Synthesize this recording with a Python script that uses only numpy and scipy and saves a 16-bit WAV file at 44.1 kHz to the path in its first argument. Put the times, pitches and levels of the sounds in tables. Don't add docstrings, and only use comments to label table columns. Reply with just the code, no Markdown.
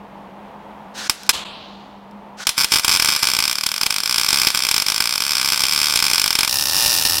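import sys
import numpy as np
from scipy import signal
from scipy.fft import rfft, irfft
from scipy.io import wavfile
from scipy.ndimage import uniform_filter1d

SR = 44100
rng = np.random.default_rng(int(sys.argv[2]) if len(sys.argv) > 2 else 0)


def wrap_up_sound(samples):
    columns = np.atleast_2d(samples).T
    tamed = np.clip(columns, -1, 1)
    steps = np.round(tamed * 32767).astype(np.int16)
    wavfile.write(sys.argv[1], SR, steps)


N = 317520
T = np.arange(N) / SR
CATCH_S, TURN_S = 2.5, 6.487

# (time [s], strength [dB])
BIG_POPS = [(1.0966, 17.5), (1.2922, 25.5), (2.4694, 22), (2.4917, 19.5), (2.5796, 17), (2.6446, 19.5),
            (2.7199, 23), (2.7378, 21), (2.7581, 21), (2.7962, 13.5), (2.8465, 20), (2.88, 21.5),
            (2.8933, 21), (2.961, 15), (2.9981, 20), (3.023, 21), (3.0467, 18.5), (3.0874, 19),
            (3.1628, 14.5), (3.2299, 21), (3.271, 20), (3.3356, 15), (3.3885, 18.5), (3.4787, 14.5),
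            (3.5552, 9), (3.6366, 11.5), (3.665, 17.5), (3.8127, 15), (3.8327, 16.5), (3.8641, 19),
            (3.906, 16), (4.1817, 18.5), (4.2873, 19.5), (4.3289, 20.5), (4.4167, 19), (4.47, 25),
            (4.5477, 16), (4.688, 17), (4.7126, 20), (4.7424, 17.5), (4.8649, 13), (5.0042, 20),
            (5.179, 12.5), (5.2045, 13.5), (5.5211, 17), (5.6367, 20.5), (5.9582, 22), (6.0247, 18.5),
            (6.1333, 19), (6.241, 17.5), (6.3056, 18.5), (6.3884, 21.5), (6.4319, 18), (6.4773, 15),
            (6.8601, 20.5), (7.0515, 20)]
# (time [s], drop rate [1/s], crack strength [dB])
WIRE_FEED = [(2.6, 135, 11), (2.94, 120, 12), (3.01, 42, 14), (3.11, 110, 11), (3.35, 66, 13),
             (3.62, 43, 9.5), (3.94, 40, 9), (4.059, 60, 11), (4.43, 68, 13.5), (4.62, 70, 11),
             (4.8, 52, 16), (5.12, 62, 9), (5.58, 72, 12), (5.82, 72, 13), (6.16, 62, 14.5), (6.27, 46, 16),
             (6.45, 46, 13.5), (6.55, 72, 11.5), (6.7, 76, 10.5), (6.79, 120, 11.5), (6.95, 92, 12),
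             (7.2, 76, 12)]
# (start [s], end [s], frizzle change [dB])
WIRE_STALLS = [(2.495, 2.564, -15), (2.649, 2.7, -9), (2.8, 2.826, -5), (2.848, 2.878, -1),
               (3.166, 3.22, 2.5), (4.51, 4.545, -0.5), (4.826, 4.863, -3)]
# (time [s], strength [dB])
SPATTER_TICKS = [(1.234,-11.5), (1.266,-18), (1.336,-7), (2.112,-31)]
# (frequency [Hz], relative density [dB])
ARC_BESIDE_SPECTRUM = [(60,-4), (300,-1), (550,0.5), (1000,1), (5000,0), (9000,2), (16000,-3.5)]
ARC_FACING_SPECTRUM = [(25,-12), (85,11.5), (400,0), (1400,2), (5000,-6), (8000,4.5), (16000,3.5)]
SPARK_SPECTRUM = [(500,-10.5), (1000,-1), (1500,-9.5), (2000,-11), (3000,0.5), (4200,0), (5300,-8),
                  (7500,-9), (11000,-25.5), (16000,-38.5)]
GAS_SPECTRUM = [(300, -29.5), (900, -3.5), (1200, -2), (1500, 6.5), (2000, -3), (2500, -3.5), (4000, 0.5),
                (6300, -2.5), (9000, -12), (12000, -19.5), (16000, -26)]
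FAN_SPECTRUM = [(20,-24.5), (32,-22), (60,-15.5), (100,-20.5), (170,-12.5), (280,-14), (380,-15), (520,-13),
                (900,-8.5), (1400,-22), (2000,-26), (3200,-31.5), (5000,-43), (8000,-50.5), (16000,-52)]
# (frequency [Hz], width [Hz], relative level [dB])
BESIDE_MODES = [(100,210,-33.5), (619,220,-21), (1200,243,-12), (1533,240,-10.5), (1823,154,-13),
                (2330,270,-9), (2775,170,-10.5), (3230,133,-7.5), (3678,156,-8.5), (4090,250,-13.5),
                (4614,297,-6), (4800,212,-3.5), (5030,285,-2), (5450,493,-6.5), (6010,197,-8),
                (6147,185,-12.5), (7417,315,-11), (7700,360,-11), (8670,310,-13), (9210,230,-14.5),
                (9800,284,-14.5), (10640,520,-17), (10930,400,-15.5), (12000,650,-16), (14100,680,-20.5),
                (15070,430,-26)]
FACING_MODES = [(120,260,-18.5), (1000,300,-11.5), (1379,280,-11.5), (1800,130,-8.5), (2800,190,-6.5),
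                (3500,430,-13.5), (3735,150,-6.5), (4320,200,-9.5), (4820,160,-4.5), (5220,220,-1),
                (5700,540,-5), (6300,390,-9.5), (6880,780,-14.5), (8900,770,-14), (9740,260,-9),
                (10740,510,-14), (11770,700,-16), (13200,810,-13), (14450,440,-18), (15100,510,-15.5)]
# (frequency [Hz], relative density [dB])
BESIDE_ECHO_SPECTRUM = [(60,-15.5), (400,-13), (900,-3), (1700,-5), (3400,1), (5300,0), (7000,-5.5),
                        (11000,-6), (16000,-19.5)]
FACING_ECHO_SPECTRUM = [(60, 1), (400, -4), (900, -5.5), (1800, -9), (3400, 3), (5400, 5.5), (7000, -4),
                        (11000, -2), (16000, -9)]
# (time [s], gain [dB])
FAN_GAIN = [(1.05, 3), (1.13, -4), (1.35, -1.5), (1.5, 1.5), (2.42, 1), (2.48, -5), (3.5, -7), (3.8, -1.5),
            (4.2, -7)]
# (time [s], half width [s], gain [dB])
LEVEL_DIPS = [(1.085, 0.0055, -15), (1.324, 0.0086, -16), (1.445, 0.0043, -18.5), (2.446, 0.0055, -18)]


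def cracks(burst_s, strength_db, touch_s, crack_db=1.8, touch_db=-15.5):
    bursts = impulses(burst_s, undb(strength_db + crack_db))
    touch_gain = undb(np.minimum(strength_db, 14) + touch_db) * (burst_s > CATCH_S)
    touches = impulses(touch_s, touch_gain) * undb(3.9 * rng.standard_normal(N))
    short_spit = spit(bursts, decay_s=.0011, gain_db=-10.5)
    cold_spit = spit(bursts * (T < CATCH_S), decay_s=.011, gain_db=-15)
    return touches - bursts + short_spit + cold_spit


def drops(big_drop_cycles=1.35, warm_up_s=.8, scatter_db=1.7, restrike_s=.012, max_drops=64):
    cycles = np.cumsum(feed(T)[0]) / SR
    edges_s = [s for s, _ in BIG_POPS if s > CATCH_S] + [T[-1]]
    draws = rng.standard_normal((len(edges_s), 2, max_drops))
    bursts = list(BIG_POPS)
    for start_s, end_s, (wait, strength) in zip(edges_s, edges_s[1:], draws):
        first, last = np.interp([start_s, end_s], T, cycles)
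        count = max(int(round(last - first - big_drop_cycles)), 0)
        jitter = .14 + .35 * np.exp((CATCH_S - start_s) / warm_up_s)
        grown = np.cumsum(np.append(np.exp(jitter * wait[:count]), big_drop_cycles))
        times_s = np.interp(first + (last - first) * grown[:-1] / grown[-1], cycles, T)
        levels_db = feed(times_s)[1] + scatter_db * strength[:len(times_s)]
        bursts += [(s, db) for s, db in zip(times_s, levels_db)
                   if not any(stop < s < resume + restrike_s for stop, resume, _ in WIRE_STALLS)]
    return np.transpose(bursts)


def feed(times_s):
    at_s, rate_hz, strength_db = np.transpose(WIRE_FEED)
    return np.interp(times_s, at_s, rate_hz), np.interp(times_s, at_s, strength_db)


def spit(bursts, decay_s, gain_db):
    decay = np.exp(-2 / (decay_s * SR))
    power = signal.lfilter([1 - decay], [1, -decay], bursts ** 2 + 1e-18)
    return undb(gain_db) * np.sqrt(power) * rng.standard_normal(N)


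def thumps(burst_s, strength_db, growth=2.77, cutoff_hz=85):
    pulses = impulses(burst_s, undb(24 + growth * (np.minimum(strength_db, 21) - 20.5)))
    return butterworth(pulses + 1e-18, 1, cutoff_hz)


def arc(burst_s, touch_s, ripple_hz=120, flutter_db=2, shorted_db=-7):
    grains = grainy_noise(spread_db=5.5)
    beside, facing = colour(grains, ARC_BESIDE_SPECTRUM), colour(grains, ARC_FACING_SPECTRUM)
    frizzle = np.where(T < TURN_S, beside, facing)
    ones = np.ones(len(burst_s))
    shorted = np.cumsum(impulses(touch_s, ones) - impulses(burst_s, ones))
    throb = 1 + .28 * np.sin(2 * np.pi * ripple_hz * T)
    return frizzle * arc_gain() * throb * undb(flutter_db * drift(220) + shorted_db * shorted)


def arc_gain(offset_db=-38, db_per_octave=4.5, facing_db=6, fade_s=.008):
    rate_hz, strength_db = feed(T)
    feed_db = strength_db + db_per_octave * np.log2(rate_hz / rate_hz.mean())
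    stall_db = sum(db * (ramp(start, fade_s) - ramp(end, fade_s)) for start, end, db in WIRE_STALLS)
    return undb(offset_db + feed_db + stall_db + facing_db * (T >= TURN_S)) * (T > CATCH_S)


def spatter():
    times_s, strength_db = np.transpose(SPATTER_TICKS)
    return impulses(times_s, undb(strength_db))


def sparks(peak_s=1.325, attack_s=.02, peak_db=-23.5, fade_db_per_s=51, cool_s=.15):
    fizz = colour(grainy_noise(spread_db=4), SPARK_SPECTRUM)
    dull = butterworth(fizz, 3, 4800)
    age_s = np.maximum(T - peak_s, 0)
    envelope = ramp(peak_s - attack_s, attack_s) * undb(peak_db - fade_db_per_s * age_s)
    return (dull + np.exp(-age_s / cool_s) * (fizz - dull)) * envelope


def gas():
    flow = gas_flow(.938, hold_s=.14, level_db=-29.5) + gas_flow(2.367, hold_s=.086, level_db=-30.5)
    return colour(rng.standard_normal(N), GAS_SPECTRUM) * flow * undb(.64 * drift(90))


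def gas_flow(start_s, hold_s, level_db, attack_s=.05, release_s=.01, trickle_s=.2, trickle_db=-12.5):
    rush = 1 - ramp(start_s + hold_s, release_s)
    trickle = undb(trickle_db) * (1 - ramp(start_s + hold_s + trickle_s, release_s))
    return undb(level_db) * ramp(start_s, attack_s) * np.maximum(rush, trickle)


def garage(x, modes, spectrum, bounce_s, bounce_db, frame_db, room_db):
    direct = steel_ring(modes)
    response = undb(frame_db) * echoes(spectrum, start_s=.00065, t60_s=.035, spread_db=3.5)
    response += undb(room_db) * echoes(spectrum, start_s=.005, t60_s=.32, spread_db=2.5)
    lag = int(bounce_s * SR)
    response[:len(direct)] += direct
    response[lag:lag + len(direct)] += undb(bounce_db) * butterworth(direct, 2, 6500, "high")
    return signal.oaconvolve(x, response)[:N]


def steel_ring(modes, size=4096):
    f_hz = np.fft.rfftfreq(size, 1 / SR) + 1
    transfer = sum((-1) ** k * undb(db) / (1 + 1j * (f_hz / hz - hz / f_hz) * hz / width_hz)
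                   for k, (hz, width_hz, db) in enumerate(modes))
    cepstrum = irfft(np.log(abs(transfer)))
    cepstrum[1:size // 2] *= 2
    cepstrum[size // 2 + 1:] = 0
    response = irfft(np.exp(rfft(cepstrum)))[:size // 2]
    return response / np.linalg.norm(response)


def echoes(spectrum, start_s, t60_s, spread_db, damp_hz=5500, treble_s=.13):
    t = T[:SR]
    taps = colour(grainy_noise(spread_db, SR), spectrum)
    cloud = taps * np.clip(t / start_s - 1, 0, 1) * undb(-60 * t / t60_s)
    dull = butterworth(cloud, 2, damp_hz)
    response = dull + np.exp(-t / treble_s) * (cloud - dull)
    return response / np.linalg.norm(response)


def fan(blade_hz=202.5, waver_hz=5):
    air = colour(rng.standard_normal(N), FAN_SPECTRUM) * undb(-42.5 + .66 * drift(7.7))
    phase = 2 * np.pi * np.cumsum(blade_hz + waver_hz * drift(35)) / SR
    hum = np.sqrt(2) * np.sin(phase) * undb(-48 + 3.1 * drift(28))
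    return (air + hum) * undb(np.interp(T, *np.transpose(FAN_GAIN)))


def undb(db):
    return 10 ** (np.asarray(db) / 20)


def unit_rms(x):
    return x / np.sqrt(np.mean(x ** 2))


def colour(x, spectrum):
    hz, db = np.transpose(spectrum)
    f_hz = np.fft.rfftfreq(len(x), 1 / SR) + 1
    gain = undb(np.interp(np.log(f_hz), np.log(hz), db))
    return unit_rms(irfft(rfft(x) * gain, len(x)))


def butterworth(x, order, cutoff_hz, kind="low"):
    return signal.sosfilt(signal.butter(order, cutoff_hz, kind, fs=SR, output="sos"), x)


def grainy_noise(spread_db, size=N):
    return rng.standard_normal(size) * undb(spread_db * rng.standard_normal(size))


def drift(rate_hz):
    hold = int(SR / rate_hz)
    steps = np.repeat(rng.standard_normal(N // hold + 1), hold)
    return unit_rms(uniform_filter1d(steps, hold)[:N])


def impulses(times_s, sizes):
    return np.bincount(np.clip(np.round(times_s * SR).astype(int), 0, N - 1), sizes, N)


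def ramp(start_s, length_s):
    return np.clip((T - start_s) / length_s, 0, 1)


def scene():
    burst_s, strength_db = drops()
    short_circuit_s = .0025 * np.exp(.18 * rng.standard_normal(N)[:len(burst_s)])
    touch_s = burst_s - short_circuit_s
    weld = cracks(burst_s, strength_db, touch_s) + arc(burst_s, touch_s) + spatter()
    beside = garage(weld * (T < TURN_S), BESIDE_MODES, BESIDE_ECHO_SPECTRUM,
                    bounce_s=.0018, bounce_db=-6, frame_db=-9.5, room_db=-19)
    facing = garage(weld * (T >= TURN_S), FACING_MODES, FACING_ECHO_SPECTRUM,
                    bounce_s=.0017, bounce_db=-7, frame_db=-8, room_db=-15.5)
    return (beside + facing + thumps(burst_s, strength_db) + gas() + sparks() + fan())[None]


def record(dry, ceiling=.85, knee=4, asymmetry=.018, sink_db=-3.5, top_hz=16000):
    flat = dry / (1 + abs(dry / ceiling) ** knee) ** (1 / knee)
    flat = butterworth(flat + asymmetry * flat ** 2, 1, 30, "high")
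    dips_db = sum(db * np.exp(-((T - s) / width_s) ** 2) for s, width_s, db in LEVEL_DIPS)
    gain = undb(dips_db + sink_db * ramp(start_s=2.43, length_s=.03))
    return signal.sosfilt(signal.ellip(10, .2, 70, top_hz, fs=SR, output="sos"), flat * gain)


dry = scene()
out = record(dry)
wrap_up_sound(out)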